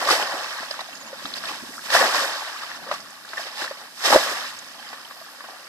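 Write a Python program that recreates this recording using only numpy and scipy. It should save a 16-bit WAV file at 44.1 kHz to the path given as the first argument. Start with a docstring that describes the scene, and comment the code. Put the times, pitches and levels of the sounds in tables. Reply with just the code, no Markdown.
"""A plastic bucket scoops muddy water from a shallow ditch and throws it onto a flooded field three times.
The first throw lands at once, the others near 1.9 and 4.1 s: random bubbles, noise and plops, then run-off.
Falling sine notes of two birds come at 0.8 s and, lower, at 4.8 s; an insect's pulsed noise buzzes from 5.1 s.
Sloshes, drips and a trickle fill the gaps, over filtered noise for the field's hiss and a low rumble.
Two microphone ports on opposite faces of a small camera hear it with their own colour and lag."""
import sys
import numpy as np
from scipy import signal
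from scipy.fft import rfft, irfft, next_fast_len
from scipy.io import wavfile
from scipy.ndimage import uniform_filter1d, map_coordinates

SR = 44100
rng = np.random.default_rng(int(sys.argv[2]) if len(sys.argv) > 2 else 0)


def unload_audio(sound):
    """Save the sound as a 16-bit wav file, at the path given as the first command line argument."""
    columns = np.transpose(np.atleast_2d(sound))
    # keep every value between -1 and 1, then stretch to whole-number steps
    steps = np.round(np.clip(columns, -1, 1) * 32767)
    wavfile.write(sys.argv[1], SR, steps.astype(np.int16))


def attenuation_scalar(level_db):
    """Turn a level in dB into a linear amplitude multiplier (20 dB per decade)."""
    decades = np.asarray(level_db, float) / 20
    return 10 ** decades


N = 250488  # length [samples]
TIME = np.arange(N) / SR  # [s]
# Source levels below are those before the ports and the camera body colour them.


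def unit(x):
    """Normalisation: the signal is scaled to rms 1."""
    return x / np.sqrt(np.mean(x ** 2) + 1e-20)


def along(points, hz, axis=1):
    """Logarithmic frequency scale: one column of a table is interpolated along it."""
    table = np.transpose(points)
    return np.interp(np.log(hz + 1), np.log(table[0] + 1), table[axis])


def filtered(x, response):
    """Linear filtering: the spectrum is multiplied by a complex response of frequency."""
    size = next_fast_len(N + 8192)
    spectrum = rfft(x, size) * response(np.fft.rfftfreq(size, 1 / SR))
    return irfft(spectrum, size)[..., :N]


def band(hz, low_hz, high_hz):
    """Band-pass response: the gain falls smoothly beyond each edge."""
    return 1 / np.sqrt((1 + (low_hz / (hz + 1)) ** 6) * (1 + (hz / high_hz) ** 6))


def swell(peak_s, rise_s, fade_s):
    """Exponential growth and decay: dB climb 20 in rise_s up to the peak and drop 20 in fade_s after it."""
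    late = TIME - peak_s
    return -20 * np.maximum(late / fade_s, -late / rise_s)


def bubbles(start, hz, size, cycles, rise, count, swell=7.9):
    """Bubble resonance: air pockets swell, ring with rising pitch and die away.

    Row two is the same ring a quarter turn away; count is the length in samples."""
    t = np.arange(count) / SR
    age = t * (hz / cycles)[:, None]
    start_turn = rng.random((len(hz), 1))
    phase = 2 * np.pi * (hz[:, None] * t * (1 + rise * np.minimum(age, 3) / 2) + start_turn)
    envelope = size[:, None] * (1 - np.exp(-swell * age)) * np.exp(-age * np.sqrt(age))
    flip = rng.choice([-1, 1], (len(hz), 1))
    where = (np.round(start * SR).astype(int)[:, None] + np.arange(count)).ravel()
    waves = (np.sin(phase), flip * np.cos(phase))
    return np.array([np.bincount(where, (envelope * wave).ravel(), N + count)[:N] for wave in waves])


LANDING_RISE_S = 0.0649  # to swell 20 dB, for landings and run-off alike
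# lumps of thrown water landing: (peak time [s], time to fade 20 dB [s], heave [dB], gurgle [dB], spray [dB])
LUMPS = [(0.116, 0.12, -25.5, -23, -20), (.22, 0.057, -30.5, -26.5, -34), (1.943, 0.31, -48, -23.5, -21),
         (2.015, 0.16, -24, -21, -28), (2.168, 0.2861, -32, -26.5, -26), (4.056, 0.46, -60.5, -29.5, -22.5),
         (4.136, 0.0859, -16.5, -18.5, -22), (4.29, 0.19, -35, -30, -53.5)]


def landings():
    """Impact of a liquid mass: each landing swells quickly and decays exponentially in three bands."""
    return [np.c_[levels] + swell(s, LANDING_RISE_S, fade) for s, fade, *levels in LUMPS]


# water draining away after each throw:
# (peak time [s], level [dB], fall before the speed factor [dB/s], time it runs dry [s])
DRAINING = [(.01, -31, 12.5, 0.6499), (1.95, -30, 16.5, 2.7642), (4.074, -29.5, 22.5, 4.5)]
# rows heave, gurgle, spray: (level over the run-off [dB], speed factor of its fall [ratio])
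DRAINING_COLOUR = [(-2, 2.6374), (-0.37, 0.996), (-1, 0.96)]


def runoff():
    """Draining flow: the level falls steadily in dB, each band at its own speed, until the water runs dry."""
    dry_fade_s = 0.08  # to lose 20 dB more once dry
    moves = []
    for s, db, fall, dry_s in DRAINING:
        running_dry = swell(dry_s, np.inf, dry_fade_s)
        moves.append([db + over + swell(s, LANDING_RISE_S, 20 / (fall * speed)) + running_dry
                      for over, speed in DRAINING_COLOUR])
    return moves


# bucket and feet stirring the ditch:
# (peak time [s], time to fade 20 dB [s], heave [dB], gurgle [dB], spray [dB]);
# a negative fade exchanges the rise and fade times, zero is silent
STIRRING = [(.33, 0.15, -34, -38, -44), (.71, 0.26, -54, -45, -40), (0.811, -0.01, -50, -29, -35),
            (1.27, 0.1851, -48, -56, -38.5), (1.37, 0.0583, -50, -45, -36),
            (1.495, 0.2336, -47, -38.5, -35), (1.86, -0.05, -48.5, -52.5, -36), (1.915, 0, -53, -32, -26),
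            (2.87, 0.12, -44, -46, -64), (2.939, 0.09, -46.5, -39.5, -36), (3.31, 0.05, -49, -58.5, -42),
            (3.409, 0.14, -50, -40, -35.5), (3.47, 0.04, -42, -41, -38), (3.619, 0.16, -42, -34.5, -32),
            (3.811, 0.2, -53, -45, -44.5), (4.9, 0.52, -71, -49, -46), (5.5, 0.1893, -49, -47, -54.5)]


def sloshes():
    """Forced motion of a liquid: each slosh rises nearly as slowly as it dies away."""
    rise_over_fade = 0.97
    return [np.c_[levels] + swell(s, rise_over_fade * fade, fade) for s, fade, *levels in STIRRING]


# the ditch trickling throughout: (time [s], level [dB])
DITCH = [(0, -41.5), (1.15, -45.5), (1.8, -46.5), (2.85, -45.5), (3.24, -49), (3.95, -53.5), (4.7, -48.5),
         (5.68, -48.5)]
# level over the trickle [dB] of heave, gurgle, spray
DITCH_COLOUR = [-10, -1.5, -1.4]


def trickle():
    """Steady flow: one slowly varying level sets all three bands."""
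    return [np.interp(TIME, *np.transpose(DITCH)) + np.c_[DITCH_COLOUR]]


def motion():
    """Incoherent addition: the powers of all movements add up to levels in dB of heave, gurgle and spray."""
    moves = trickle() + landings() + sloshes() + runoff()
    return 10 * np.log10(sum(attenuation_scalar(db) ** 2 for db in moves))


# colour of splashing water: (frequency [Hz], gain [dB])
SPLASH_COLOUR = [(80, -41.5), (250, -15.5), (400, -10.5), (600, -1.5), (1200, -2), (1750, 3), (2200, -3),
                 (2800, -9), (3700, -5.5), (4400, -11), (4900, -14.5), (5500, -9.5), (6000, -14.5),
                 (6800, -16), (8000, -17), (10500, -24), (12000, -22.5), (14000, -23)]


def crowd(low_hz, high_hz, cycles, spread_db, smooth, count, size):
    """Superposition: many random bubbles, a few louder if spread, over the rush of those too small to part."""
    when, where, loud = rng.random((count, 3)).T
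    hz = low_hz / 1.279 * (1.6906 * high_hz / low_hz) ** where
    strength = hz * attenuation_scalar(-spread_db * np.log(loud + 0.01656))
    pops = unit(bubbles(when * N / SR, hz, strength, cycles, rise=0.1532, count=size))
    mix = pops + smooth * rng.standard_normal((2, N))
    return unit(filtered(mix, lambda f: attenuation_scalar(along(SPLASH_COLOUR, f)) * band(f, low_hz, high_hz)))


# thin sheets of water tearing off the rim:
# (peak time [s], time to swell or fade 20 dB [s], level [dB]); the sign of the second has no effect
RIM_SHEETS = [(1.87, -0.9, -42.5), (3.99, 0.1, -43)]


def sheets():
    """Break-up of a liquid sheet: the power of its fine hiss swells and fades evenly about a peak."""
    return sum(attenuation_scalar(db + swell(s, fade, fade)) ** 2 for s, fade, db in RIM_SHEETS)


def water(heave_db, gurgle_db, spray_db):
    """Band-wise modulation: heaving mass, gurgle, spray and mist follow the water's motion, in clumps."""
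    mist_db = spray_db - 6.0 + 0.16 * (spray_db + 30.0)  # the harder the splash, the finer it breaks up
    mist_db = 10 * np.log10(attenuation_scalar(mist_db) ** 2 + sheets())
    # smooth random level changes in dB, drawn 45 times a second
    points = 0.9 * rng.standard_normal((4, 300)).ravel()
    clumps = map_coordinates(points, [TIME * 45 + [[0], [300], [600], [900]]])
    heave = crowd(145.0, 790.0, cycles=2.83, spread_db=1.6, smooth=1.1, count=4000, size=900)
    gurgle = crowd(781.95, 2240.0, cycles=4.4, spread_db=1.5, smooth=1.1, count=8000, size=500)
    spray = crowd(2284.0, 6310.0, cycles=9.2, spread_db=0.0, smooth=1.3, count=10000, size=300)
    mist = crowd(6200.0, 14640, cycles=5.26, spread_db=0.5, smooth=1.68, count=16000, size=120)
    return (attenuation_scalar(heave_db + clumps[0]) * heave + attenuation_scalar(gurgle_db + clumps[1]) * gurgle
            + attenuation_scalar(spray_db + clumps[2]) * spray + attenuation_scalar(mist_db + clumps[3]) * mist)


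# large bubbles and slaps:
# (time [s], ring level [dB], starting pitch [Hz], slap level over the ring before colouring [dB])
LARGE_BUBBLES = [(0.073, -19, 1140, 5.5), (0.088, -10, 1177, 2.5), (0.107, -8.5, 1278, -6),
                 (0.196, -16, 845, -1.5), (0.442, -28, 1119, -11), (0.585, -27, 1070, -9),
                 (0.629, -29, 655, 0), (0.708, -27, 590, 0), (0.741, -28.5, 1277, 4),
                 (0.791, -24, 997, 4.5), (0.887, -30.5, 700, -8), (1.129, -26.5, 540.6, -7),
                 (1.254, -25, 1242, 1), (1.438, -22, 1558, 2.5), (1.492, -24, 1115, 0),
                 (1.512, -29, 1050, -7.5), (1.737, -26.5, 1921, -5), (1.78, -24, 1325, -19.5),
                 (1.792, -26.5, 1610, -6.5), (1.868, -27, 1241, -12), (1.902, -14, 1750, -5.5),
                 (1.931, -8, 1772, -24), (1.941, -6, 1750, 0), (1.949, -7, 667, 4), (1.965, -5, 1690, -5),
                 (2.145, -13.5, 1035, 6), (2.528, -24, 1605, -17), (2.562, -27, 1300, -3),
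                 (2.633, -26, 1200, 0.5), (2.715, -23, 1690, -3), (2.868, -30, 547, 3),
                 (2.888, -29, 556, 4), (2.914, -23, 564, 7), (2.9125, -15.5, 1140, 4),
                 (3.249, -27.5, 1540, -6), (3.333, -22, 1583, 2), (3.379, -13.5, 1770, -5.5),
                 (3.394, -25, 661, -4.5), (3.614, -22, 1742, 2.5), (3.644, -19, 1349, -0.5),
                 (3.678, -17.5, 1750, -19), (3.71, -23, 573, 0), (4.049, -27, 1220, 18.5),
                 (4.126, -3, 798.6, -10), (4.146, -4, 567, -9), (4.159, 1, 598.5, -8),
                 (4.795, -35, 800, -8), (4.826, -28.5, 1605, -7), (4.867, -32, 1770, -10.5),
                 (4.929, -29, 819.8, 10), (4.981, -32, 1208, -6), (5.109, -31, 1140, 2),
                 (5.213, -32.5, 640, -15), (5.406, -24.5, 1750, -4.5), (5.44, -28.5, 1038, 2.5),
                 (5.486, -32, 790, -3.5)]


def plops():
    """Entrained-air resonance: each large bubble rings at its own pitch with the wet slap that traps it."""
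    s, db, hz, slap_db = np.transpose(LARGE_BUBBLES)
    ring = bubbles(s, hz, attenuation_scalar(db), cycles=3.86, rise=0.01608, count=1500, swell=3.22)
    attack_s, t60_s = 0.000715, 0.08
    t = np.arange(2000) / SR
    slap = np.zeros((2, N + 2000))
    for at, peak_db in zip(s, db + slap_db):
        envelope = (1 - np.exp(-t / attack_s)) * attenuation_scalar(peak_db - 60 * t / t60_s)
        slap[:, round(at * SR):][:, :2000] += envelope * rng.standard_normal((2, 2000))
    return ring + filtered(slap[:, :N], lambda f: attenuation_scalar(along(SPLASH_COLOUR, f)) / np.sqrt(1 + (f / 3600) ** 2))


# hollow pockets of air in the bucket and under the feet: (time [s], level [dB], starting pitch [Hz])
HOLLOWS = [(0.105, -20, 365.5), (0.34, -30, 314), (0.604, -37, 258), (1.247, -31.5, 258.4),
           (1.508, -33.5, 306.6), (1.625, -32.5, 234.9), (1.691, -35.5, 284.4), (2.002, -28, 329),
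           (3.62, -31.5, 320), (4.076, -26, 368), (4.156, -9.5, 357.3)]


def gulps():
    """Low-frequency bubble resonance: big pockets ring briefly, each with another breaking off just after."""
    s, db, hz = np.transpose(HOLLOWS)
    late, off = rng.random((len(s), 2)).T
    first = bubbles(s, hz, attenuation_scalar(db), cycles=2.2, rise=0.012, count=3500, swell=5.015)
    second_s = s + 0.00773 + 0.0149 * late
    second_hz = hz * (0.843 + 0.81 * off)
    second = bubbles(second_s, second_hz, attenuation_scalar(db - 2.0), cycles=2.06, rise=0.066, count=3500, swell=5.7)
    return first + second


# single drops striking: (time [s], level before the burst is scaled by a third [dB], central pitch [Hz])
STRIKES = [(0.109, -9.5, 4437), (0.2242, -12, 2720), (0.709, -16, 4522), (0.806, -21, 3800),
           (0.953, -27, 5815), (1.2547, -18.5, 3760), (1.3377, -15.5, 3674), (1.3799, -24.5, 4781),
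           (1.454, -19.5, 3945), (1.4847, -18.5, 2766), (1.9015, -21, 3767), (2.94, -23.5, 7028),
           (3.003, -26, 5620), (3.1033, -28.5, 7238), (3.2883, -26, 3844), (3.4033, -28.5, 5360),
           (4.0592, -8.5, 5195), (4.1038, -10, 5207), (4.5883, -20.5, 6770), (4.888, -31, 4570),
           (5.049, -29.5, 3200)]


def drops():
    """Drop impact: each bursts as twelve tiny bubbles scattered in time and about one high pitch."""
    s, db, hz = np.transpose(STRIKES)
    scatter = rng.standard_normal((len(s), 2, 12))
    burst = 0
    for late, off in scatter.T:
        burst = burst + bubbles(s + 0.003 * abs(late), hz * np.exp(0.07 * off), attenuation_scalar(db),
                                cycles=4, rise=0.03, count=300)
    return burst / 3


# clear drips: (time [s], level [dB], starting pitch [Hz])
DRIPS = [(0.4411, -25, 2660), (0.9291, -30.5, 2702), (1.063, -37, 2711), (2.938, -31.5, 1163),
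         (3.371, -21, 1794), (5.281, -37, 1690)]


def plinks():
    """Lightly damped resonance: drips into still water ring long and clear."""
    s, db, hz = np.transpose(DRIPS)
    return bubbles(s, hz, attenuation_scalar(db), cycles=15.5, rise=0.0077, count=1500, swell=5.61)


def strays(level_db, over_db, low_hz, high_hz, cycles, swell, count):
    """Masking: small plops or droplets at chance moments stand out most where the water is calm."""
    when, where, loud = rng.random((count, 3)).T
    hz = low_hz * (high_hz / low_hz) ** where
    around_db = level_db[(when * N).astype(int)]
    drowned_db = 0.35 * (around_db - level_db.min())  # share of the rising water that drowns them
    db = around_db - drowned_db + over_db + 6 * loud
    return bubbles(when * N / SR, hz, attenuation_scalar(db), cycles=cycles, rise=0.05, count=1500, swell=swell)


# falling notes of two birds, one near 6.5 kHz, a lower one at 4.8 s:
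# (time [s], length [s], start pitch [Hz], end pitch [Hz], level before flutter and panning [dB])
NOTES = [(.82, 0.0246, 6669, 6409, -49), (0.864, 0.02176, 6659, 6388, -49.5),
         (0.904, 0.02126, 6690, 6340, -48), (0.94, 0.0442, 6998, 6305, -44),
         (0.995, 0.037, 7220, 6250, -42), (1.055, 0.0374, 7010, 6420, -44), (4.788, 0.019, 3250, 3000, -38),
         (4.856, 0.022, 3300, 2943, -42)]


def birds():
    """Frequency modulation: short whistles fall ever faster and flutter in the moving air, off to the right."""
    out = np.zeros(N)
    for s, length, start_hz, end_hz, db in NOTES:
        u = np.linspace(0, 1, round(length * SR))
        hz = start_hz + (end_hz - start_hz) * u ** 1.38
        envelope = attenuation_scalar(db) * np.sqrt(np.sin(np.pi * u).clip(0))
        out[round(s * SR):][:len(u)] += envelope * np.sin(2 * np.pi * np.cumsum(hz) / SR)
    flutter = attenuation_scalar(2.5 * unit(uniform_filter1d(rng.standard_normal(N), size=150)))  # 2.5 dB rms
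    return out * flutter * attenuation_scalar([[-12], [0]])


# buzzes of an insect: (start time [s], end time [s], level before the strokes and panning [dB])
BUZZES = [(5.065, 5.25, -58), (5.29, 5.345, -57)]


def insect():
    """Amplitude modulation: 70 strokes a second turn narrow-band noise into a high rasp, off to the left."""
    rasp = unit(filtered(rng.standard_normal(N), lambda f: np.exp(-((f - 12100) / 600) ** 2)))
    strokes = 1 + 1.23 * np.sin(2 * np.pi * 70 * TIME)
    level = sum(attenuation_scalar(db) * ((TIME > start) & (TIME < end)) for start, end, db in BUZZES)
    return uniform_filter1d(level, size=200) * strokes * rasp * attenuation_scalar([[0], [-15]])


# colour of the background: (frequency [Hz], gain [dB])
FIELD_COLOUR = [(30, -20), (136, -8.5), (234, 2.5), (415, -5.5), (567, -31), (928, -47.5), (1140, -11.5),
                (1830, -31), (2190, -1), (5300, -3), (13900, -4.5)]
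# a low background rumble whose level changes over time: (time [s], level [dB])
RUMBLE_LEVEL = [(0.0, -69.5), (1.36, -52.5), (2.02, -57.5), (2.36, -94.5), (2.58, -66.5), (2.82, -52.5),
                (3.32, -63.5), (3.99, -63.5), (4.22, -56), (5.68, -66.5)]


def field():
    """Filtered noise: far grass and air hiss steadily over a low rumble whose level changes over time."""
    noise = rng.standard_normal((2, 2, N))
    hiss = unit(filtered(noise[0], lambda f: attenuation_scalar(along(FIELD_COLOUR, f)) * band(f, 174.74, 14260)))
    rumble = unit(filtered(noise[1], lambda f: attenuation_scalar(along(FIELD_COLOUR, f)) * band(f, 12.47, 360.0)))
    rumble_db = np.interp(TIME, *np.transpose(RUMBLE_LEVEL))
    return attenuation_scalar(-50) * hiss + attenuation_scalar(rumble_db) * rumble


# the two microphone ports:
# (frequency [Hz], left over right [dB], likeness before nearness [0-1], left lag behind right [rad])
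PORT_PAIR = [(151.8, -3.5, 0.69, 0.36), (590, -0.1813, 0.9, 0), (1200, 2.5, 0.82, 0.36),
             (1750, 5, 0.46, -0.46), (2254, -3, 0.96, 4), (2772, -6.5, 0.14, 1.5), (3420, 0, 0.61, 3),
             (4320, -1.5, 0.7, 5), (4927, -12.5, 0.7, 4.5), (5360, -8.5, 0, -2), (5840, -20.5, 0, 7),
             (6487.5, -5.5, 0, 3.5), (8200, -1, 0.05, 3.5), (10330, -3.5, 0.16, 7.5), (11900, 4, 0, 2),
             (14385, 12, 0.2, 2)]


def at_ports(pair, near):
    """Interchannel coherence: row one reaches both ports alike, row two in opposite sense."""
    def shares(f):
        likeness = np.clip(near * along(PORT_PAIR, f, axis=2), 0, 1)
        turn = np.arccos(likeness) / 2
        return np.array([np.cos(turn), np.sin(turn)])
    shared, apart = filtered(pair, shares)
    return np.array([shared + apart, shared - apart])


# cavities of the camera body: (frequency [Hz], width [Hz], lift [dB])
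CAVITIES = [(540.2, 34, 5), (655, 39, 3), (845, 20, 4.5), (1140, 202, 6.5), (1637.5, 18, 3.5),
            (4932.5, 710, 8.5)]


def camera_body(dry):
    """Cavity resonance and diffraction: the body colours, shades and delays each port by pitch."""
    def ports(f):
        ratio = attenuation_scalar(along(PORT_PAIR, f)) ** 2
        share = np.sqrt(2 * np.array([ratio, np.ones_like(f)]) / (1 + ratio))
        lift_db = sum(db / (1 + (2 * (f - hz) / width) ** 2) for hz, width, db in CAVITIES)
        lag = np.exp(-0.5j * along(PORT_PAIR, f, axis=3) * np.array([[1], [-1]]))
        return attenuation_scalar(lift_db + 0.5) * share * lag * (f < 14600)  # upper limit of the sound [Hz]
    return filtered(dry, ports)


def scene():
    """Superposition: water in front, the field around; single blows reach the ports slightly more alike."""
    levels = motion()
    rush = at_ports(water(*levels), near=0.99)
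    stray_plops = strays(levels[1], 7.5, 650, 2830, cycles=4.2, swell=3, count=260)
    patter = strays(levels[2], 9, 2830, 7000, cycles=3.1, swell=21.0, count=220)
    blows = at_ports(plops() + gulps() + drops() + plinks() + stray_plops + patter, near=1.073)
    return blows + rush + at_ports(field(), near=0.4) + birds() + insect()


def top_cut(x):
    """Nothing passes above the cut-off."""
    return signal.sosfilt(signal.butter(12, 15590, fs=SR, output="sos"), x)


def record(dry):
    """Quadratic distortion: loud blows push the membranes off centre, adding a low thump to both ports."""
    heard = camera_body(dry)
    thump = 0.099 * filtered(np.mean(heard, axis=0) ** 2, lambda f: band(f, 22, 75.6))
    return top_cut(np.clip(heard + thump, -1, 1))


dry = scene()
out = record(dry)
unload_audio(out)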